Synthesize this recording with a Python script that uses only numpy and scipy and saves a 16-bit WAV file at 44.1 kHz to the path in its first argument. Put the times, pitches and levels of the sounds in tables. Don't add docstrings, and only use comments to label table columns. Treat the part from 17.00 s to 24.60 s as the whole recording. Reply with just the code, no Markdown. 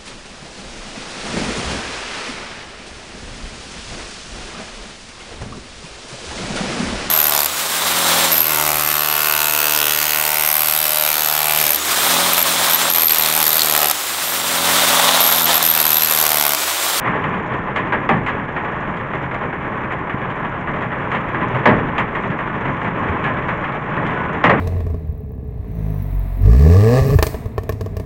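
import sys
import numpy as np
from scipy import signal
from scipy.fft import rfft, irfft
from scipy.io import wavfile
from scipy.ndimage import uniform_filter1d, minimum_filter1d

SR = 44100
rng = np.random.default_rng(int(sys.argv[2]) if len(sys.argv) > 2 else 0)


def transcribe(u):
    v = np.clip(np.atleast_2d(u).T, -1, 1)
    q = np.round(v * 32767).astype(np.int16)
    wavfile.write(sys.argv[1], SR, q)


N = 335160

# (frequency [Hz], relative spectral level [dB])
KNOCK_SPECTRUM = [(50, -17.5), (110, -3), (190, 1), (330, -0.5), (700, 0.5), (1100, 2), (1500, -3.5),
                  (2000, -1), (2600, -8.5), (3300, -14.5), (4300, -34.5), (5500, -43.5), (7200, -38),
                  (9000, -49.5)]


def undb(db):
    return 10 ** (np.asarray(db) / 20)


def level(x, db):
    return x * undb(db) / np.sqrt(np.mean(x ** 2))


def read(table, hz):
    f, value = np.transpose(table)
    return np.interp(np.log(hz + 1), np.log(f), value)


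def response(table, size, resonances=()):
    hz = np.arange(size // 2 + 1) * SR / size
    peaks_db = sum(lift / (1 + (2 * (hz - f) / width) ** 2) for f, width, lift in resonances)
    magnitude = level(undb(read(table, hz) + peaks_db), 0)
    cepstrum = irfft(np.log(magnitude), size)[:size // 2]
    return np.exp(2 * rfft(cepstrum, size) - cepstrum[0])


def coloured(table, size):
    return irfft(rfft(rng.standard_normal(size)) * response(table, size), size)


def add(out, s, x):
    i = max(int(s * SR), 0)
    out[i:i + len(x)] += x[:max(len(out) - i, 0)]


def arrivals(per_s, spread_db, top_db):
    size_db = spread_db * rng.standard_normal(N)
    return (rng.random(N) < per_s / SR) * undb(np.minimum(size_db, top_db))


def shower():
    # (time [s], relative level [dB])
    strength = [(0.0, -21), (0.8, -25.5), (3.6, -26), (4.55, -23), (5.2, -24.5), (6.55, -23.5), (6.8, -25),
                (7.1, -22.5), (7.6, -24.5)]
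    s, db = np.transpose(strength)
    return np.interp(np.arange(N) / SR, s, undb(db))


def roof(spectrum, bloom_s, flex_hz=380, body_hz=600, hard_hz=2800, size=24576):
    # (frequency [Hz], width [Hz], lift [dB])
    resonances = [(123, 28, 2.5), (165, 22, 2), (396.5, 9.7, 4), (542, 86, 1.5), (612, 8.5, 6.5),
                  (850, 52, 1), (1023, 58, 3), (1144, 70, 2), (1666, 28, 6), (1816, 100, 3)]
    # (frequency [Hz], 60 dB decay time [s])
    ring_times = [(60, 0.43), (170, 0.9), (420, 0.46), (1100, 0.3), (2000, 0.32), (3500, 0.2), (7500, 0.19)]
    t, hz = np.arange(size) / SR, np.arange(size // 2 + 1) * SR / size
    centres = np.geomspace(60, 7680, 12)
    bands = np.array([read(np.c_[centres, pick], hz) for pick in np.eye(len(centres))])
    f, sheet = centres[:, None], response(spectrum, size, resonances)
    low, high = 1 / (1 + (f / flex_hz) ** 3), 1 / (1 + (hard_hz / f) ** 4)
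    middle = np.exp(-np.log2(f / body_hz) ** 2)
    swell = 1 - np.exp(-t / (0.00023 + bloom_s * low))
    attack = swell * (1 + .5 * np.exp(-t / 0.001))
    log_decay = -np.log(1000) * t / read(ring_times, f)

    def strike(ring_scale, boom_db, body_db, hard_db):
        phases = np.exp(2j * np.pi * rng.random(len(hz)))
        modes = irfft(bands * phases, size) * np.sqrt(size)
        gain = undb(boom_db * low + body_db * middle + hard_db * high)
        envelope = attack * np.exp(log_decay / max(ring_scale, .1))
        return irfft(rfft((gain * modes * envelope).sum(0)) * sheet, size)
    return strike


def patter(spots=14):
    # (frequency [Hz], relative spectral level [dB])
    patter_spectrum = [(40, -29), (70, -9.5), (120, 2), (200, 0.5), (330, -1), (450, -3.5), (700, -7),
                       (1000, 0), (1400, -4), (2000, -6.5), (2600, -13.5), (3400, -23), (4500, -49.5),
                       (7000, -48), (9000, -61)]
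    out, force, strike = 0, shower(), roof(patter_spectrum, bloom_s=0.003)
    for boom, hard in rng.standard_normal((spots, 2)):
        spot = strike(ring_scale=0.56, boom_db=1.3 * boom, body_db=3, hard_db=2 * hard)
        stones = force * arrivals(per_s=360 / spots, spread_db=3.0, top_db=8.5)
        out = out + signal.oaconvolve(stones, spot)[:N]
    return level(out, db=-23)


def air():
    # (frequency [Hz], relative spectral level [dB])
    air_spectrum = [(20, -11), (36, -1), (55, -7.5), (85, -2), (150, -3), (400, -11.5), (1000, -9.5),
                    (2200, -14), (4500, -65), (7000, -58), (9000, -62.5), (15000, -48)]
    return level(coloured(air_spectrum, N), db=-30)


def ticks(spots=10, median_flight_s=0.055, rebound_db=-3.5, size=2048):
    # (frequency [Hz], relative spectral level [dB])
    tick_spectrum = [(200, -4.5), (1000, 11.5), (2200, -7), (3300, -12), (4600, -29.5), (7000, -22.5),
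                     (9000, -35)]
    out, t = 0, np.arange(size) / SR
    for spread, spring in rng.standard_normal((spots, 2)):
        decay_s = 0.003 * np.exp(.5 * spread)
        crumbs = rng.standard_normal(size) * np.exp(-t / decay_s)
        splash = irfft(rfft(crumbs) * response(tick_spectrum, size), size)
        stones = shower() * arrivals(per_s=65 / spots, spread_db=6.5, top_db=11)
        add(stones, median_flight_s * np.exp(.5 * spring), undb(rebound_db) * stones)
        out = out + signal.oaconvolve(stones, splash)[:N]
    return level(out, db=-45.5)


def knocks(ring_doubling_db=45.5, frame_db=-23.5, frame_rise_s=0.057, size=24576):
    # (time [s], strength [dB], boom [dB], hardness [dB])
    big_stones = [(0.053, -14, -9.5, -11), (0.074, -11.5, -33, -15), (0.239, -14.5, -12, -9),
                  (0.341, -22, -14, -2), (0.542, -20, -5, -12), (0.759, -12, -10, 0.5),
                  (0.923, -10, -4, -9.5), (1.09, -7, 2.5, -7.5), (1.263, -14.5, -3, -1),
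                  (1.282, -15, -6, -3), (1.563, -13, -10, -12.5), (1.969, -27, -4, 5),
                  (2.134, -16.5, 3.5, -13), (2.311, -17, 0, -16), (2.527, -17.5, -2, -16),
                  (2.906, -20, -1, -10), (3.096, -18, -9, -8), (3.447, -19.5, 3, -9), (3.673, -15, -4, -21),
                  (3.819, -18, 4, -6), (3.918, -15.5, -8, -17), (4.116, -16, 0.5, -2),
                  (4.148, -14.5, -0.5, -4.5), (4.346, -15, 1, -15), (4.414, -14.5, -3, -20),
                  (4.547, -15, -3, -8), (4.656, -2.5, 3.5, -7.5), (4.981, -10, -4.5, -1.5),
                  (5.15, -15, -5, -7), (5.302, -22, 5, -2), (5.387, -16.5, -8, -11), (5.655, -16.5, 5, -12),
                  (5.845, -16.5, 5, -8), (6.08, -16.5, 1, -12), (6.241, -14, 2.5, -5),
                  (6.264, -16.5, -17, -7), (6.484, -14.5, -3, -5.5), (6.641, -16, -21, -8),
                  (6.966, -15.5, 4, -13), (7.064, -19.5, -5, 1), (7.44, -5, 0.5, -3), (7.495, -5, 1, -10.5)]
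    # (frequency [Hz], relative spectral level [dB])
    frame_spectrum = [(15, -11), (35, -1.5), (75, -2), (150, -7), (260, -2), (600, -43.5), (3000, -100)]
    out, t = np.zeros(N), np.arange(size) / SR
    strike = roof(KNOCK_SPECTRUM, bloom_s=0.0086)
    shake = (1 - np.exp(-t / frame_rise_s)) * (1 - t / t[-1]) ** 1.2
    for s, db, boom_db, hard_db in big_stones:
        body_db = 1.5 + 0.49 * db
        ring_scale = 2 ** (db / ring_doubling_db)
        add(out, s, strike(ring_scale, boom_db, body_db, hard_db) * undb(db))
        add(out, s, coloured(frame_spectrum, size) * shake * undb(frame_db + db + boom_db))
    return out


def strays(count=20, strength_db=-22.5, spread_db=2.5):
    out, strike = np.zeros(N), roof(KNOCK_SPECTRUM, bloom_s=0.011)
    times = (np.arange(count) + rng.random(count)) / count * N / SR
    for s, (weight, boom, hard) in zip(times, rng.uniform(-1, 1, (count, 3))):
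        blow = strike(ring_scale=0.53, boom_db=-4 + 5 * boom, body_db=0.5, hard_db=-3 + 5 * hard)
        add(out, s, blow * undb(strength_db + spread_db * weight))
    return out


def pings(rise_s=0.003):
    # (time [s], frequency [Hz], level [dB], 60 dB decay time [s])
    ringing_hits = [(0.926, 1640, -15, 0.17), (1.091, 785, -16, 0.29), (1.565, 1860, -23, 0.39),
                    (4.412, 920, -27, 0.053), (4.432, 1028, -15, 0.12), (4.982, 1760, -24, 0.21),
                    (6.184, 2550, -33, 0.18), (6.243, 1696, -16, 0.15), (7.165, 1480, -22, 0.61)]
    out, t = np.zeros(N), np.arange(SR // 2) / SR
    for s, hz, db, t60 in ringing_hits:
        envelope = undb(db - 60 * t / t60) * (1 - np.exp(-t / rise_s))
        add(out, s, envelope * np.sin(2 * np.pi * hz * t))
    return out


def bumps():
    # (centre time [s], frequency [Hz], peak level [dB], half-width at 1/e [s])
    packets = [(3.146, 164, -10, 0.0031), (4.555, 129, -14.5, 0.021), (5.307, 147, -14, 0.0059),
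               (6.107, 86.5, -18, 0.022)]
    out, t = np.zeros(N), np.arange(N) / SR
    for s, hz, db, half_width in packets:
        envelope = undb(db) * np.exp(-((t - s) / half_width) ** 2)
        out += envelope * np.cos(2 * np.pi * hz * (t - s))
    return out


def scene():
    return (patter() + air() + ticks() + knocks() + strays() + pings() + bumps())[None]


def record(dry, ceiling=1.3, headroom=1.47, window=221, treble_hz=7500, top_hz=15700):
    gain = minimum_filter1d(ceiling / np.maximum(abs(dry), ceiling), window)
    smooth_gain = uniform_filter1d(uniform_filter1d(gain, window // 2), window // 2)
    rounded = headroom * np.tanh(dry * smooth_gain / headroom)
    dulled = signal.sosfilt(signal.ellip(4, .3, 27, treble_hz, fs=SR, output="sos"), rounded)
    return signal.sosfilt(signal.ellip(8, .2, 70, top_hz, fs=SR, output="sos"), dulled)


dry = scene()
out = record(dry)
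transcribe(out)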